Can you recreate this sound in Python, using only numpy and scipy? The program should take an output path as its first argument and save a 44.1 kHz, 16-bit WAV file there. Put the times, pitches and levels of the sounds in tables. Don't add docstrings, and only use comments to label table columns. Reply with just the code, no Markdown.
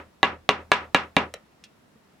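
import sys
import numpy as np
from scipy import signal
from scipy.io import wavfile

SR = 44100
rng = np.random.default_rng(int(sys.argv[2]) if len(sys.argv) > 2 else 0)


def dump(signal):
    limited = np.clip(np.atleast_2d(signal).T, -1, 1)
    pcm = np.round(limited * 32767).astype(np.int16)
    wavfile.write(sys.argv[1], SR, pcm)


def voltage_ratio(decibels):
    exponent = np.asarray(decibels, float) / 20
    return 10 ** exponent


N = 97020
LEAD_SAMPLES = 8820
BAND_EDGES_HZ = 22 * 2 ** np.arange(0, 9.6, .5)
BLOW_T_S = np.arange(SR // 2) / SR
CLICK = 1. * (BLOW_T_S == 0)


def at_hz(points, hz):
    table_hz, value = np.transpose(points)
    return np.interp(np.log(hz), np.log(table_hz), value)


def ring(clicks, hz, t60_s):
    r = voltage_ratio(-60 / (max(t60_s, .002) * SR))
    w = 2 * np.pi * hz / SR
    return signal.lfilter([0, np.sin(w)], [1, -2 * r * np.cos(w), r * r], clicks + 1e-18)


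def soften(x, hz):
    return signal.lfilter(*signal.butter(2, min(hz, .4 * SR), fs=SR), x)


def mid_side(side_db):
    return voltage_ratio(np.array([[0], [side_db]]))


def bands(length):
    white = rng.standard_normal((2, 2, length + 8000))
    for k, (low, high) in enumerate(zip(BAND_EDGES_HZ, BAND_EDGES_HZ[1:])):
        sos = signal.butter(2, [low, high], "band", fs=SR, output="sos")
        yield np.sqrt(low * high), signal.sosfilt(sos, white[k % 2])[:, 8000:]


def add(out, start_s, sound):
    i = LEAD_SAMPLES + int(start_s * SR)
    out[..., i:i + sound.shape[-1]] += sound[..., :out.shape[-1] - i]


BENCH_UNDER_HZ = 650
COLOUR_DB, COLOUR_OCTAVES = 2.5, 0.5


def mode_lift_db(hz, bench_db, colour_hz):
    bump = np.exp(-(np.log2(hz / colour_hz) / COLOUR_OCTAVES) ** 2)
    return bench_db * (hz < BENCH_UNDER_HZ) + COLOUR_DB * bump


# mode in Hz, relative level in dB, t60 in s.
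WOOD_MODES = [(175.7, -15.5, 0.051), (276, -8, 0.04), (421, -11.5, 0.059), (531, -8, 0.05745),
              (792, 6, 0.012), (984, -1, 0.066), (1127, 1, 0.045), (1354, 3.5, 0.012), (1679, -1, 0.048),
              (1970, -2, 0.026), (2338, 2, 0.026), (2800, -8.5, 0.065), (2958, -4.5, 0.027),
              (3800, 4.5, 0.0082), (4500, -9, 0.0065), (6100, -10, 0.023)]
CONTACT_COUNT, CONTACT_SPAN_S, CONTACT_LOSS_DB, MODE_SPREAD_DB = 6, .008, 3, 4


def wood(bench_db, colour_hz, lean):
    jitter = np.r_[0, rng.uniform(-.4, .4, CONTACT_COUNT - 1)]
    contact_s = (np.arange(CONTACT_COUNT) + jitter) * CONTACT_SPAN_S / CONTACT_COUNT
    body = 0
    for k, (hz, level_db, t60_s) in enumerate(WOOD_MODES):
        spread_db = MODE_SPREAD_DB * rng.standard_normal(CONTACT_COUNT)
        clicks = np.zeros(len(BLOW_T_S))
        clicks[(contact_s * SR).astype(int)] = voltage_ratio(-CONTACT_LOSS_DB * np.arange(CONTACT_COUNT) + spread_db)
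        gain = (-1) ** k * voltage_ratio(level_db + mode_lift_db(hz, bench_db, colour_hz))
        body = body + gain * ring(clicks, hz, t60_s) * [[1], [lean[k]]]
    return body


CRACK_T60_S, CRACK_CUTOFF_RATIO, CRACK_SIDE_DB = 0.025, 1.505, -10.5


def crack(level_db, hard_hz):
    noise = rng.standard_normal((2, len(BLOW_T_S)))
    burst = voltage_ratio(level_db - 60 * BLOW_T_S / CRACK_T60_S) * noise
    return soften(burst, CRACK_CUTOFF_RATIO * hard_hz) * mid_side(CRACK_SIDE_DB)


RUSTLE_T60_S, RUSTLE_LOW_HZ, RUSTLE_HIGH_HZ = 0.65, 300, 2460


def rustle(level_db):
    noise = voltage_ratio(level_db - 60 * BLOW_T_S / RUSTLE_T60_S) * rng.standard_normal(len(BLOW_T_S))
    return signal.lfilter(*signal.butter(1, (RUSTLE_LOW_HZ, RUSTLE_HIGH_HZ), "band", fs=SR), noise)


# mode in Hz, relative level in dB, t60 in s.
LINGER_MODES = [(418, -44, .15), (566, -45, .14), (790, -45, .13), (964, -41, .14), (1140, -43, .13),
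                (1340, -45, .12), (1690, -42, .13), (1915, -45, .12), (2300, -42, .1), (2475, -43, .12),
                (2720, -47, .11), (3225, -50, .11), (3750, -51, .1), (4540, -53, .1)]
LINGER_SPREAD_DB = 4


def linger(bench_db, colour_hz):
    out = 0
    for hz, level_db, t60_s in LINGER_MODES:
        spread_db = LINGER_SPREAD_DB * rng.standard_normal()
        gain = voltage_ratio(level_db + mode_lift_db(hz, bench_db, colour_hz) + spread_db)
        out = out + gain * ring(CLICK, hz, t60_s)
    return out


# mode in Hz, relative level in dB, t60 in s.
BOOM_MODES = [(80, -44, .36), (140, -43, .2), (184, -32, .17), (224, -35, .19), (280, -35, .12)]


def boom():
    return sum(voltage_ratio(db) * ring(CLICK, hz, t60_s) for hz, db, t60_s in BOOM_MODES)


# delay in s, level in dB.
NEAR_ECHOES = [(.0065, -10), (0.0144, -12.5)]


def near_echoes(direct):
    return sum(voltage_ratio(db) * np.interp(BLOW_T_S - delay_s, BLOW_T_S, direct, left=0) for delay_s, db in NEAR_ECHOES)


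# start in seconds, level in dB before the limiter, contact hardness (low-pass) in Hz,
# lift of the low bench modes in dB, rustle in dB, crack in dB, strongest colour in Hz.
BLOWS = [(0.2301, 11.5, 3250, 5.5, -68.5, -9.5, 2300), (0.4909, 12.5, 3800, 6, -59, -1, 2350),
         (0.7174, 17, 3959, 0.9, -62, -4, 2450), (0.9459, 10, 3800, 3, -56.5, -3, 2230),
         (1.1658, 5.5, 3160, 9.5, -56, -1, 3000)]
EARLIER_BLOW = (10, 3508.5, 3.5, -58.5, -3, 2400)
EARLIER_START_S = -.1
WOOD_DB, MODE_SIDE_DB, SPREAD_DB = -10.5, -21, -11
BOARD_SILENT_UNDER_HZ = 130


def mallet():
    out = np.zeros((3, N + LEAD_SAMPLES))
    lean = voltage_ratio(MODE_SIDE_DB) * rng.choice([-1, 1], len(WOOD_MODES))
    low_boom = boom()
    board_cut = signal.butter(2, BOARD_SILENT_UNDER_HZ, "high", fs=SR)
    for blow in [(EARLIER_START_S, *EARLIER_BLOW), *BLOWS]:
        start_s, level_db, hard_hz, bench_db, rustle_db, crack_db, colour_hz = blow
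        body = soften(wood(bench_db, colour_hz, lean), hard_hz)
        mid, side = voltage_ratio(WOOD_DB) * signal.lfilter(*board_cut, body + crack(crack_db, hard_hz))
        tail = rustle(rustle_db) + linger(bench_db, colour_hz) + voltage_ratio(bench_db) * low_boom
        knock = soften(CLICK, hard_hz) + (voltage_ratio(bench_db) - 1) * soften(CLICK, BENCH_UNDER_HZ)
        rows = np.array([mid + near_echoes(mid) + tail, side, voltage_ratio(SPREAD_DB) * knock])
        add(out, start_s, voltage_ratio(level_db) * rows)
    return out


# frequency in Hz, t60 in s.
ROOM_T60 = [(60, 0.7), (160, 0.18), (420, 0.21), (1100, 0.17), (2900, 0.13), (7700, 0.12), (15000, .09)]
# frequency in Hz, relative level in dB.
ROOM_COLOUR = [(40, -25.5), (80, -25), (115, -20.5), (190, -9.5), (300, -4.5), (500, -0.5), (1100, 8),
               (2400, 8.5), (4500, -2), (9000, -8), (15000, -13)]
# frequency in Hz, side relative to mid in dB.
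ROOM_SIDE = [(60, -24), (300, -15.5), (1000, -4.5), (3000, -0.5), (12000, -3.5)]
ROOM_BUILD_S, ROOM_PATCHY_DB, ROOM_PATCHES_PER_S = 0.006, 1.5, 98


def workshop(spread):
    t = BLOW_T_S
    echo = 0
    for hz, band in bands(len(t)):
        clumps = np.interp(t * ROOM_PATCHES_PER_S, np.arange(100), rng.standard_normal(100))
        level_db = at_hz(ROOM_COLOUR, hz) - 60 * t / at_hz(ROOM_T60, hz) + ROOM_PATCHY_DB * clumps
        echo = echo + voltage_ratio(level_db) * band * mid_side(at_hz(ROOM_SIDE, hz))
    echo = echo * (1 - np.exp(-t / ROOM_BUILD_S))
    return signal.fftconvolve(spread[None], echo, axes=1)[:, :len(spread)]


# frequency in Hz, relative density in dB per Hz.
HISS_COLOUR = [(15, -40), (25, -0.5), (65, 2), (105, -1), (190, 5.5), (280, -1.5), (840, -8), (988, -15),
               (1160, -9.5), (16000, -33)]
# frequency in Hz, side relative to mid in dB.
HISS_SIDE = [(60, -17.5), (500, -1), (4000, -0.5), (15000, -1.5)]
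HISS_MID_RMS_DB, HISS_FLICKER_DB, HISS_FLICKER_PER_S = -60.5, 0.5, 11


def hiss():
    out = 0
    for hz, band in bands(N):
        flicker = np.interp(np.arange(N) / SR * HISS_FLICKER_PER_S, np.arange(100), rng.standard_normal(100))
        gain = voltage_ratio(at_hz(HISS_COLOUR, hz) + HISS_FLICKER_DB * flicker)
        out = out + gain * band * mid_side(at_hz(HISS_SIDE, hz))
    return voltage_ratio(HISS_MID_RMS_DB) * out / np.std(out[0])


# start in seconds, level in dB,
# time for the grit to fall 20 dB in s, grit from Hz, grit to Hz.
TICKS = [(1.3393, -23, 0.005, 900, 7500), (1.6392, -33.5, 0.017, 2300, 6000)]
# mode in Hz, level relative to the tick in dB, t60 in s.
TICK_MODES = [
    [(3950, -11, .025), (5750, -18, .02), (1400, -14, .015)],
    [(2750, -7, .012), (3200, -17, .06), (5100, -8, .02)],
]
# start in seconds, level in dB, from Hz, to Hz,
# time constant of the pitch fall in s, t60 in s.
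BOARD_KNOCK = (1.3412, -28, 700, 400, .004, .035)


def ticks():
    out = np.zeros(N + LEAD_SAMPLES)
    t = np.arange(SR // 8) / SR
    for (start_s, level_db, length_s, low_hz, high_hz), modes in zip(TICKS, TICK_MODES):
        noise = rng.standard_normal(len(t)) * voltage_ratio(-20 * t / length_s)
        grit = signal.lfilter(*signal.butter(2, (low_hz, high_hz), "band", fs=SR), noise)
        ringing = sum(voltage_ratio(db) * ring(1. * (t == 0), hz, t60_s) for hz, db, t60_s in modes)
        add(out, start_s, voltage_ratio(level_db) * (grit + ringing))
    start_s, level_db, from_hz, to_hz, fall_s, t60_s = BOARD_KNOCK
    pitch_hz = to_hz + (from_hz - to_hz) * np.exp(-t / fall_s)
    add(out, start_s, voltage_ratio(level_db - 60 * t / t60_s) * np.sin(2 * np.pi * np.cumsum(pitch_hz) / SR))
    return out


# start in seconds, level in dB.
BUMPS = [(1.958, -47.5), (2.137, -51.5)]
# mode in Hz, relative level in dB, t60 in s.
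BUMP_MODES = [(212, 2.5, 0.054), (451.7, -5, 0.044), (1222, -9.5, 0.034)]
BUMP_SOFT_HZ = 900


def bumps():
    out = np.zeros(N + LEAD_SAMPLES)
    click = 1. * (np.arange(SR // 4) == 0)
    ringing = sum(voltage_ratio(db) * ring(click, hz, t60_s) for hz, db, t60_s in BUMP_MODES)
    sound = soften(ringing, BUMP_SOFT_HZ)
    for start_s, level_db in BUMPS:
        add(out, start_s, voltage_ratio(level_db) * sound)
    return out


SMALL_ROOM_DB = -37
SMALL_SIDE_SLOPE = .15


def scene():
    small = ticks() + bumps()
    mid, side, spread = mallet()
    direct = np.array([mid + small, side + SMALL_SIDE_SLOPE * np.diff(small, prepend=0)])
    reflected = workshop(spread + voltage_ratio(SMALL_ROOM_DB) * small)
    mid, side = (direct + reflected)[:, LEAD_SAMPLES:] + hiss()
    return np.array([mid + side, mid - side])


def band_limit(x):
    return signal.sosfilt(signal.butter(12, 16630, fs=SR, output="sos"), x)


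LIMIT_DB, LIMIT_SHARE = -6, .95
HOLD_FALL_DB_PER_S, ATTACK_S, LOOK_AHEAD_S = 215.5, 0.0013, 0.001
CLIP_TOP, MIC_CUT_HZ = 1.3, 70


def record(dry):
    t = np.arange(N) / SR
    peak_db = 20 * np.log10(np.abs(dry).max(axis=0) + 1e-9)
    over_db = np.maximum(peak_db - LIMIT_DB, 0)
    fall_db = HOLD_FALL_DB_PER_S * t
    held_db = np.maximum(np.maximum.accumulate(over_db + fall_db) - fall_db, 0)
    r = np.exp(-1 / (ATTACK_S * SR))
    smooth_db = signal.lfilter([1 - r], [1, -r], held_db)
    duck_db = LIMIT_SHARE * np.interp(t + LOOK_AHEAD_S, t, smooth_db)
    limited = dry * voltage_ratio(-duck_db)
    clipped = CLIP_TOP * np.tanh(limited / CLIP_TOP)
    mix = signal.lfilter(*signal.butter(2, MIC_CUT_HZ, "high", fs=SR), clipped)
    return band_limit(mix)


dry = scene()
out = record(dry)
dump(out)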